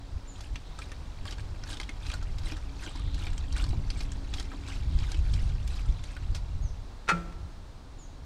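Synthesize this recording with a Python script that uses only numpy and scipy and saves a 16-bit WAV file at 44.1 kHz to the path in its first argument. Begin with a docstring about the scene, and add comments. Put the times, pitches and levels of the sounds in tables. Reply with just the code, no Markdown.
"""Liquid swirled in a plastic jug slaps, bubbles and spatters about two and a half times a second:
swarms of ringing bubbles, bursts of noise and single plops follow each wave, over fizzing foam.
Then a metal cap is set down on a parked tractor's hood: a rattling clank of decaying modes and noise,
and a low boom. Outdoors behind it, shaped noise makes wind rumble on the microphone, leaf hiss, a faint
hum and blurred birdsong; gliding sines make a few thin chirps."""
import sys
import numpy as np
from scipy import signal
from scipy.fft import rfft, irfft, next_fast_len
from scipy.io import wavfile
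from scipy.ndimage import uniform_filter1d

SR = 44100
rng = np.random.default_rng(int(sys.argv[2]) if len(sys.argv) > 2 else 0)


def unload_wav(signal):
    """Save mono or channel-first audio to the path in sys.argv[1] as 16-bit WAV at rate SR, clipped to [-1, 1]."""
    wavfile.write(
        sys.argv[1],
        SR,
        np.round(np.clip(np.atleast_2d(signal).T, -1, 1) * 32767).astype(np.int16),
    )


N = 363825
T = np.arange(N) / SR  # time in s

# colour of leaves and distant air: freq_hz, gain_db
LEAF_COLOUR = [(40, 7.5), (150, 5), (300, -0.5), (500, -3.5), (900, -3.5), (1400, -9), (2200, -15),
               (3000, -16), (4000, -13), (6000, -19.5), (8000, -24), (9800, -28.5), (11000, -36.5),
               (15500, -37.5)]
# slow drift of the breeze in the leaves: time_s, level_db
BREEZE = [(0, -52.5), (1, -50.5), (4.5, -50.5), (7.4, -51.5), (8.25, -53)]
# a faint hum that swells and fades: time_s, level_db
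HUM_LEVEL = [(0, -65), (2, -63), (3, -58.5), (3.7, -53.5), (4.6, -53), (5.4, -67), (8.25, -67)]
# blurred phrases of a far bird: middle_s, half_length_s, level_db
SONG_PHRASES = [(0.684, 0.068, -63), (3.086, 0.18, -56.5), (4.98, 0.12, -59.5), (6.798, 0.046, -70)]
# thin falling bird notes: start_s, length_s, start_hz, end_hz, level_db
CHIRPS = [(0.274, 0.066, 7170, 6480, -49.5), (6.619, 0.097, 6630, 4840, -53.5),
          (7.984, 0.088, 7070, 5850, -53)]
# colour of the wind on the microphone: freq_hz, gain_db
WIND_COLOUR = [(10, -9), (25, 1), (55, -1), (75, -5), (100, -9.5), (140, -18.5), (200, -29), (300, -39),
               (500, -51), (1000, -63), (3000, -100)]
# strength of the wind before its flutter: time_s, level_db
GUSTS = [(0, -42.5), (1.0, -41), (1.25, -37), (1.8, -38.5), (2.25, -32.5), (2.9, -39), (3.05, -30),
         (3.95, -28.5), (4.1, -31.5), (4.6, -36.5), (4.9, -28), (5.5, -26), (6.1, -34), (6.6, -31.5),
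         (7.0, -43), (7.3, -39), (7.7, -45), (8.25, -42)]
# single buffets of wind: middle_s, level_db
BUFFETS = [(0.16, -32), (0.535, -32), (3.16, -29.5), (3.68, -31), (5.335, -25), (5.9, -22.5), (6.34, -25)]
# the cap touches, tips over and shifts: start_s, force_db, hardness_db (of the bright crack)
CONTACTS = [(7.074, -35, 10), (7.079, -8, -7), (7.087, -5, 3.5), (7.090, 2, -1), (7.18, -35, 13),
            (7.295, -38, 10), (7.324, -33.5, 10.5)]
# ringing modes of cap and hood: freq_hz, level_db (relative), t60_s
RING_MODES = [(337, -25, 0.84), (555, -23, 0.43), (639, -28, 0.36), (715, -29, 0.26), (820, -13.5, 0.08),
              (917, -19, .13), (1160, -21, 0.12), (1232, -9, 0.086), (1402, -4, 0.13), (1454, -13, 0.072),
              (1710, -11, 0.068), (1890, -8, 0.034), (2078, -25, 0.11), (2360, -20, 0.21),
              (2564, -7.5, 0.059), (2840, -26, 0.079), (3200, -35, 0.088), (3710, -19.5, 0.063),
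              (4301, -22, 0.098), (5300, -40, .1)]
# colour of each metal contact: freq_hz, gain_db
CRACK_COLOUR = [(100, -28), (350, -1), (600, -10), (900, 1.5), (1800, 2), (2700, -3), (3400, -9),
                (5800, -12), (8500, -20), (11000, -32), (15000, -47)]
# dull body of the hood under the blows: freq_hz, gain_db
THUD_COLOUR = [(80, -7), (210, -1), (340, 5), (480, 0), (700, -2), (900, -16), (1300, 0), (2000, -26),
               (5000, -43)]
# the jug's wall buckles with a soft low thump: start_s, level_db
THUMPS = [(2.517, -38.5), (2.868, -41), (2.955, -45), (3.276, -44.5), (3.641, -51), (3.731, -39),
          (4.396, -44), (4.537, -40), (5.895, -61)]
# the loudest plops: start_s, level_db, pitch_hz, spatter_db (relative to level_db)
PLOPS = [(0.407, -34.5, 4450, -23), (0.5566, -27, 2620, -22.5), (0.7886, -34.5, 1285, -12),
         (0.819, -31, 2350, -32), (0.9173, -32, 1770, -18), (1.254, -31.5, 1097, -20),
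         (1.3089, -30.5, 4000, -20), (1.3244, -31, 3000, -31), (1.3823, -35, 1585, -19),
         (1.6357, -35, 1450, -10.5), (1.702, -31, 3560, -24), (1.729, -30, 3800, -30),
         (1.7699, -32, 3460, -27), (1.7998, -26.5, 2030, -15.5), (1.8124, -36, 1020, -8),
         (1.8314, -31.5, 3180, -24), (1.8916, -28.5, 2090, -18.5), (2.0657, -35.5, 2510, -9),
         (2.1001, -30.5, 2350, -16), (2.1161, -28, 3300, -33), (2.138, -29.5, 1390, -11),
         (2.3835, -32.5, 3770, -34), (2.5202, -31, 2420, -19), (2.9582, -43.5, 1050, -5.5),
         (3.1433, -31.5, 4050, -36), (3.268, -26.5, 2300, -30), (3.3782, -39.5, 3070, -5.5),
         (3.5254, -46, 1080, 1), (3.5643, -30, 1480, -17), (3.6401, -38, 990, -3),
         (3.9025, -32, 2620, -5.5), (4.0058, -31.5, 2400, -13.5), (4.1185, -39.5, 2570, -5.5),
         (4.338, -24.5, 3450, -34), (4.3974, -26.5, 3700, -17.5), (4.5166, -35.5, 1255, -35),
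         (4.6843, -34.5, 1084, -15), (4.9871, -41, 2270, -4.5), (5.1173, -40.5, 2220, -0.5),
         (5.1442, -31, 2910, -29), (5.3373, -31, 3900, -13), (5.6755, -41, 7350, -6.5),
         (6.0387, -45.5, 3750, -1.5), (6.1654, -31.5, 1490, -24)]
# colour of the fine spatter of a drip: freq_hz, gain_db
SPATTER_COLOUR = [(200, -29), (700, 1.5), (2000, 3), (4500, 9.5), (8500, 1), (10500, -13), (15000, -31)]
# one wave breaks at each swing of the jug: crest_s, level_db, half_length_s
SLOSHES = [(0.427, -51.5, 0.059), (0.822, -50, 0.033), (1.286, -43, 0.02), (1.716, -41, .032),
           (2.112, -45, 0.06), (2.483, -44, 0.05), (2.857, -42.5, 0.046), (3.239, -43.5, 0.044),
           (3.602, -41.5, 0.048), (3.998, -44.5, 0.04), (4.387, -43.5, 0.037), (4.721, -45, 0.057),
           (5.069, -46, 0.08), (5.381, -48.5, 0.1), (5.762, -46.5, 0.054), (6.104, -51, 0.036)]
# colour of the splashing through the jug wall: freq_hz, gain_db
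SPLASH_COLOUR = [(200, -24), (600, -4), (1000, -3.5), (1400, 3.5), (1900, 0.5), (2500, 2.5), (3800, 3.5),
                 (5500, -10), (8500, -6), (10500, -15.5), (15000, -36)]
# colour of the spray thrown by a breaking wave: freq_hz, gain_db
SPRAY_COLOUR = [(300, -2), (800, 1), (2500, 0.5), (5000, 4), (8500, -8), (11000, -18), (15000, -27)]
# low gulp of the liquid and the jug's walls: freq_hz, gain_db
GULP_COLOUR = [(100, -26), (220, -5.5), (300, 6.5), (420, -11), (700, -6), (1000, -7.5), (2000, -27),
               (6000, -45)]
# colour of the foam: freq_hz, gain_db
FOAM_COLOUR = [(300, -16), (900, -6.5), (2400, 2), (4000, 0), (6000, -7), (8500, -12), (11000, -30),
               (15000, -36)]

# the cap lands on its rim and chatters, each bounce weaker and duller than the last
LAND_S, LAND_DB, LAND_HARD_DB = 7.0929, 2.5, 0
BOUNCE_S, BOUNCE_LOSS_DB, BOUNCE_DULL_DB = 0.005, 0.85, 1.6  # spacing, and losses per bounce
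CAP_HZ = 1344  # the cap's main note
# drips around each wave: count, time span, level above the wave's, pitch range, spatter
DRIPS_PER_WAVE, DRIP_EARLY_S, DRIP_LATE_S = 6, 0.06, 0.15
DRIP_DB, DRIP_SPREAD_DB = 1.5, 1.5
DRIP_LOW_HZ, DRIP_HIGH_HZ, DRIP_SPATTER_DB = 948, 5020, -18
# a wave falls in a fraction of its rise, then drains off the wall
COLLAPSE, DRAIN_DB, DRAIN_S = 0.8, -15, 0.12
# foam: full level, first level relative to it, build-up time, fade after the last wave
FOAM_DB, FOAM_START_DB, FOAM_BUILD_S, FOAM_FADE_DB_PER_S = -58, -7.5, 3.3, 20
EDGE_HZ = 15700  # upper band limit


def amp(db):
    """Decibels to gain."""
    return 10 ** (np.asarray(db) / 20)


def unit(x):
    """Scales to rms 1."""
    return x / np.sqrt(np.mean(x ** 2) + 1e-20)


def level(curve):
    """Gain over time from rows of time_s, level_db."""
    return amp(np.interp(T, *np.transpose(curve)))


def swell(s, half_s):
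    """A bell-shaped rise and fall around time s."""
    return np.exp(-0.5 * np.minimum(((T - s) / half_s) ** 2, 100))


def add(mix, s, sound):
    """Mixes a sound in at time s."""
    part = mix[max(round(s * SR), 0):][:len(sound)]
    part += sound[:len(part)]


def colour(x, spectrum):
    """Filters by rows of freq_hz, gain_db, keeping the power of white noise."""
    size = next_fast_len(len(x))
    hz, db = np.transpose(spectrum)
    bins_hz = np.fft.rfftfreq(size, 1 / SR)
    gain = amp(np.interp(np.log(bins_hz + 1), np.log(hz), db))
    return irfft(rfft(x, size) * unit(gain), size)[:len(x)]


def band(hz, width_hz):
    """Noise in one bell-shaped band; around 0 Hz it is a wander up to about the width."""
    size = next_fast_len(N)
    bell = np.exp(-0.5 * ((np.fft.rfftfreq(size, 1 / SR) - hz) / width_hz) ** 2)
    return unit(irfft(rfft(rng.standard_normal(size)) * bell, size)[:N])


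def echo(x, t60, wet_db):
    """Adds a dense noise tail of reflections that falls 60 dB in t60 seconds."""
    t = T[:SR // 2]
    tail = rng.standard_normal(len(t)) * amp(-60 * t / t60) * (t > 0.001)
    return x + amp(wet_db) * signal.oaconvolve(x, tail / np.linalg.norm(tail))[:N]


def woods():
    """Leaf hiss, a wavering hum over a soft drone, and far birdsong, all from shaped noise."""
    flicker = amp(0.37 * band(0, width_hz=3.2))
    leaves = colour(rng.standard_normal(N), LEAF_COLOUR) * level(BREEZE) * flicker
    hum = band(275.1, width_hz=5.9) + amp(-1.0) * band(246, width_hz=120)
    phrases = sum(amp(db) * swell(s, half_s) for s, half_s, db in SONG_PHRASES)
    song = phrases * band(3700, width_hz=470) * amp(1.7 * band(0, width_hz=12))
    return leaves + level(HUM_LEVEL) * hum + song


def chirps(bend=1.72, waver_hz=60):
    """Near-pure notes that bend downwards, smeared by the trees."""
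    out, waver = np.zeros(N), band(0, width_hz=300)
    for s, length_s, start_hz, end_hz, db in CHIRPS:
        u = np.linspace(0, 1, round(length_s * SR))  # progress through the note
        hz = start_hz + (end_hz - start_hz) * u ** bend + waver_hz * waver[:len(u)]
        envelope = 2 * np.sqrt(u) * (1 - u)
        add(out, s, amp(db) * envelope * np.sin(2 * np.pi * np.cumsum(hz) / SR))
    return echo(out, t60=0.48, wet_db=-3.5)


def wind(flutter_db=1.65, flutter_hz=5, buffet_half_s=0.024):
    """Low turbulence on the microphone follows the gusts, flutters and leaps in a few buffets."""
    eddies = colour(rng.standard_normal(N), WIND_COLOUR)
    # even out the noise's own slow swells
    steady = eddies / np.sqrt(uniform_filter1d(eddies ** 2, size=5000))
    gusts = level(GUSTS) * amp(flutter_db * band(0, width_hz=flutter_hz))
    buffets = sum(amp(db) * swell(s, buffet_half_s) for s, db in BUFFETS)
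    return np.hypot(gusts, buffets) * steady


def boom(hz=172, db=-25, t60=0.29, at=7.128, rise_s=0.0045, linger_db=-22, linger_t60=2.14):
    """The hood panel swells into a low boom just after the clank, with a fast and a slow decay."""
    since = T - at
    rise = (1 + np.tanh(since / rise_s / 2)) / 2
    age = np.maximum(since, 0)
    fade = amp(-60 * age / t60) + amp(linger_db - 60 * age / linger_t60)
    return amp(db) * rise * fade * np.sin(2 * np.pi * hz * T)


def chatter(count=6):
    """The bounces of the cap on its rim, as rows like those of the contacts."""
    return [(LAND_S + k * BOUNCE_S, LAND_DB - k * BOUNCE_LOSS_DB, LAND_HARD_DB - k * BOUNCE_DULL_DB)
            for k in range(count)]


def stored(energy, seconds):
    """Amplitude that blows leave in a resonator, decaying by 1/e in the given seconds."""
    held = np.sqrt(signal.lfilter([1], [1, -np.exp(-2 / (seconds * SR))], energy + 1e-20))
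    return uniform_filter1d(held, size=12)  # each contact takes a moment


def clank(ring_db=-26, crack_db=-25, crack_s=0.0055, thud_db=-33, thud_s=0.0035,
          cap_db=-28.0, cap_t60=0.13, linger_db=-50, linger_t60=0.8):
    """Every contact cracks, thuds and feeds the modes; the cap's main note lingers on."""
    blows, hard_blows = np.zeros((2, N))
    for s, db, hard_db in CONTACTS + chatter():
        blows[round(s * SR)] += amp(db) ** 2
        hard_blows[round(s * SR)] += amp(db + hard_db) ** 2

    per_t60 = 1 / np.log(1000)  # t60 to 1/e decay time
    ring = sum(amp(db) * stored(blows, t60 * per_t60) * np.sin(2 * np.pi * hz * T)
               for hz, db, t60 in RING_MODES)
    note = amp(cap_db) * stored(blows, cap_t60 * per_t60)
    note = note + amp(linger_db) * stored(blows, linger_t60 * per_t60)
    crack = stored(hard_blows, crack_s) * colour(rng.standard_normal(N), CRACK_COLOUR)
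    crack = echo(crack, t60=0.55, wet_db=-12.5)
    thud = stored(blows, thud_s) * colour(rng.standard_normal(N), THUD_COLOUR)
    thud = echo(thud, t60=0.92, wet_db=-1.0)
    tones = amp(ring_db) * ring + note * np.sin(2 * np.pi * CAP_HZ * T)
    return tones + amp(crack_db) * crack + amp(thud_db) * thud


def snap(at=6.3465, db=-38, fade_s=0.017, rise_s=0.0006):
    """A short noise snap from the plastic as the jug is lifted."""
    out, t = np.zeros(N), T[:SR // 8]
    envelope = np.exp(-t / fade_s) * (1 - np.exp(-t / rise_s))
    add(out, at, amp(db) * colour(rng.standard_normal(len(t)), SPRAY_COLOUR) * envelope)
    return out


def thumps(hz=290, ring_s=0.022, knock_s=0.016, knock_db=-3):
    """A dull knock on the plastic sets the air in the jug ringing for a moment."""
    out, t = np.zeros(N), T[:SR // 10]
    for s, db in THUMPS:
        air_hz = hz * rng.uniform(1.0, 1.07)
        air = np.exp(-t / ring_s) * np.sin(2 * np.pi * air_hz * t)
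        noise = colour(rng.standard_normal(len(t)), GULP_COLOUR)
        knock = amp(knock_db) * np.exp(-t / knock_s) * noise
        add(out, s, amp(db) * (air + knock))
    return out


def bubble(hz, cycles, glide):
    """A trapped bubble rings, fading by 1/e in some cycles, and rises in pitch as it nears the surface."""
    age = T[:SR // 20] * hz / cycles
    return np.exp(-age) * np.sin(2 * np.pi * cycles * (age + glide * (age - 1 + np.exp(-age))))


def bubbles(rate, spread_db, spectrum):
    """A random swarm of bubbles of many sizes; rate sets the crowding, in nominal bubbles a second."""
    swarm = np.zeros(N)
    for hz in np.geomspace(700, 12000, 28):
        chance = rate * np.sqrt(hz / 3000) / 28 / SR  # small bubbles are more common
        born = np.flatnonzero(rng.random(N) < chance)
        clicks = np.zeros(N)
        clicks[born] = amp(spread_db * np.minimum(rng.exponential(1, N)[born], 3))
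        ringing = bubble(hz * rng.uniform(1.0, 1.04), cycles=7.8, glide=0.054)
        swarm += hz ** 0.75 * signal.oaconvolve(clicks, ringing)[:N]
    return unit(colour(swarm, spectrum))


def drips():
    """Small drips scattered at random around each wave, as rows like those of the plops."""
    rows = []
    for s, db, _ in SLOSHES:
        for when, size, pitch, wet in rng.random((DRIPS_PER_WAVE, 4)):
            start_s = s - DRIP_EARLY_S + when * (DRIP_EARLY_S + DRIP_LATE_S)
            level_db = db + DRIP_DB + DRIP_SPREAD_DB * (2 * size - 1)
            pitch_hz = DRIP_LOW_HZ * (DRIP_HIGH_HZ / DRIP_LOW_HZ) ** pitch
            rows.append((start_s, level_db, pitch_hz, DRIP_SPATTER_DB + 6 * (2 * wet - 1)))
    return rows


def plops(spatter_s=0.0015, spatter_db=-8, bubble_db=-6.3, pop_db=-10, pop_s=0.0067,
          slap_db=-17, rise_s=0.00035):
    """A large bubble rings amid a rough pop near its pitch, a flurry of tiny ones and a slap on the wall."""
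    out, t = np.zeros(N), T[:SR // 20]
    droplets = bubbles(rate=4500, spread_db=3.5, spectrum=SPATTER_COLOUR)
    flurry = t / spatter_s * np.exp(1 - t / spatter_s)
    for s, db, hz, splash_db in list(PLOPS) + drips():
        pop_noise, slap_noise = rng.standard_normal((2, len(t)))
        size_hz = rng.uniform(3700, 10300)  # each flurry has its own droplet size
        drops = colour(droplets[round(s * SR):][:len(t)],
                       [(size_hz / 2, -5), (size_hz, 0), (size_hz * 1.3, -4)])
        spatter = amp(splash_db + spatter_db) * unit(flurry * drops)
        near_pitch = [(hz / 5, -20), (hz / 2, -7), (hz, 0), (hz * 2, -10), (hz * 4, -36)]
        pop = amp(pop_db) * colour(pop_noise, near_pitch)
        slap = amp(slap_db) * colour(slap_noise, GULP_COLOUR)
        tone = amp(bubble_db) * bubble(hz, cycles=10.1, glide=0.037)
        body = (tone + (pop + slap) * np.exp(-t / pop_s)) * (1 - np.exp(-t / rise_s))
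        add(out, s, amp(db) * (body + spatter))
    return out


def waves():
    """Strength of the splashing: each wave builds, collapses and drains."""
    power = np.zeros(N)
    for s, db, half_s in SLOSHES:
        crest = swell(s, np.where(T < s, half_s, half_s * COLLAPSE))
        drain = amp(DRAIN_DB) * np.exp(-abs(T - s) / DRAIN_S) * (T > s)
        power += (amp(db) * np.maximum(crest, drain)) ** 2
    return np.sqrt(power)


def froth():
    """Amount of foam: it builds while the liquid is swirled and dies after the last wave."""
    building = FOAM_START_DB * np.maximum(1 - T / FOAM_BUILD_S, 0)
    dying = FOAM_FADE_DB_PER_S * np.maximum(T - SLOSHES[-1][0], 0)
    return amp(FOAM_DB + building - dying)


def sloshes():
    """Each wave breaks into a crowd of bubbles, spray and a low gulp; foam fizzes in between."""
    crowd = bubbles(rate=1800, spread_db=9.0, spectrum=SPLASH_COLOUR)
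    spray = colour(rng.standard_normal(N), SPRAY_COLOUR) * amp(2.5 * band(0, width_hz=66))
    gulp = colour(rng.standard_normal(N), GULP_COLOUR)
    foam = bubbles(rate=1200, spread_db=4.5, spectrum=FOAM_COLOUR)
    splash = amp(-5.5) * crowd + amp(-10.5) * spray + amp(-13.0) * gulp
    return waves() * splash + froth() * foam


def scene():
    """The liquid and the snap ring briefly inside the jug; everything else is mixed around them."""
    jug = echo(sloshes() + plops() + snap(), t60=0.077, wet_db=-7.5) + thumps()
    return (jug + clank() + boom() + wind() + woods() + chirps())[None]


def record(dry):
    """The recorder's band limit, a steep low-pass."""
    lowpass = signal.firwin(511, EDGE_HZ, window=("kaiser", 9), fs=SR)
    return signal.oaconvolve(dry, lowpass[None], "same")


dry = scene()
out = record(dry)
unload_wav(out)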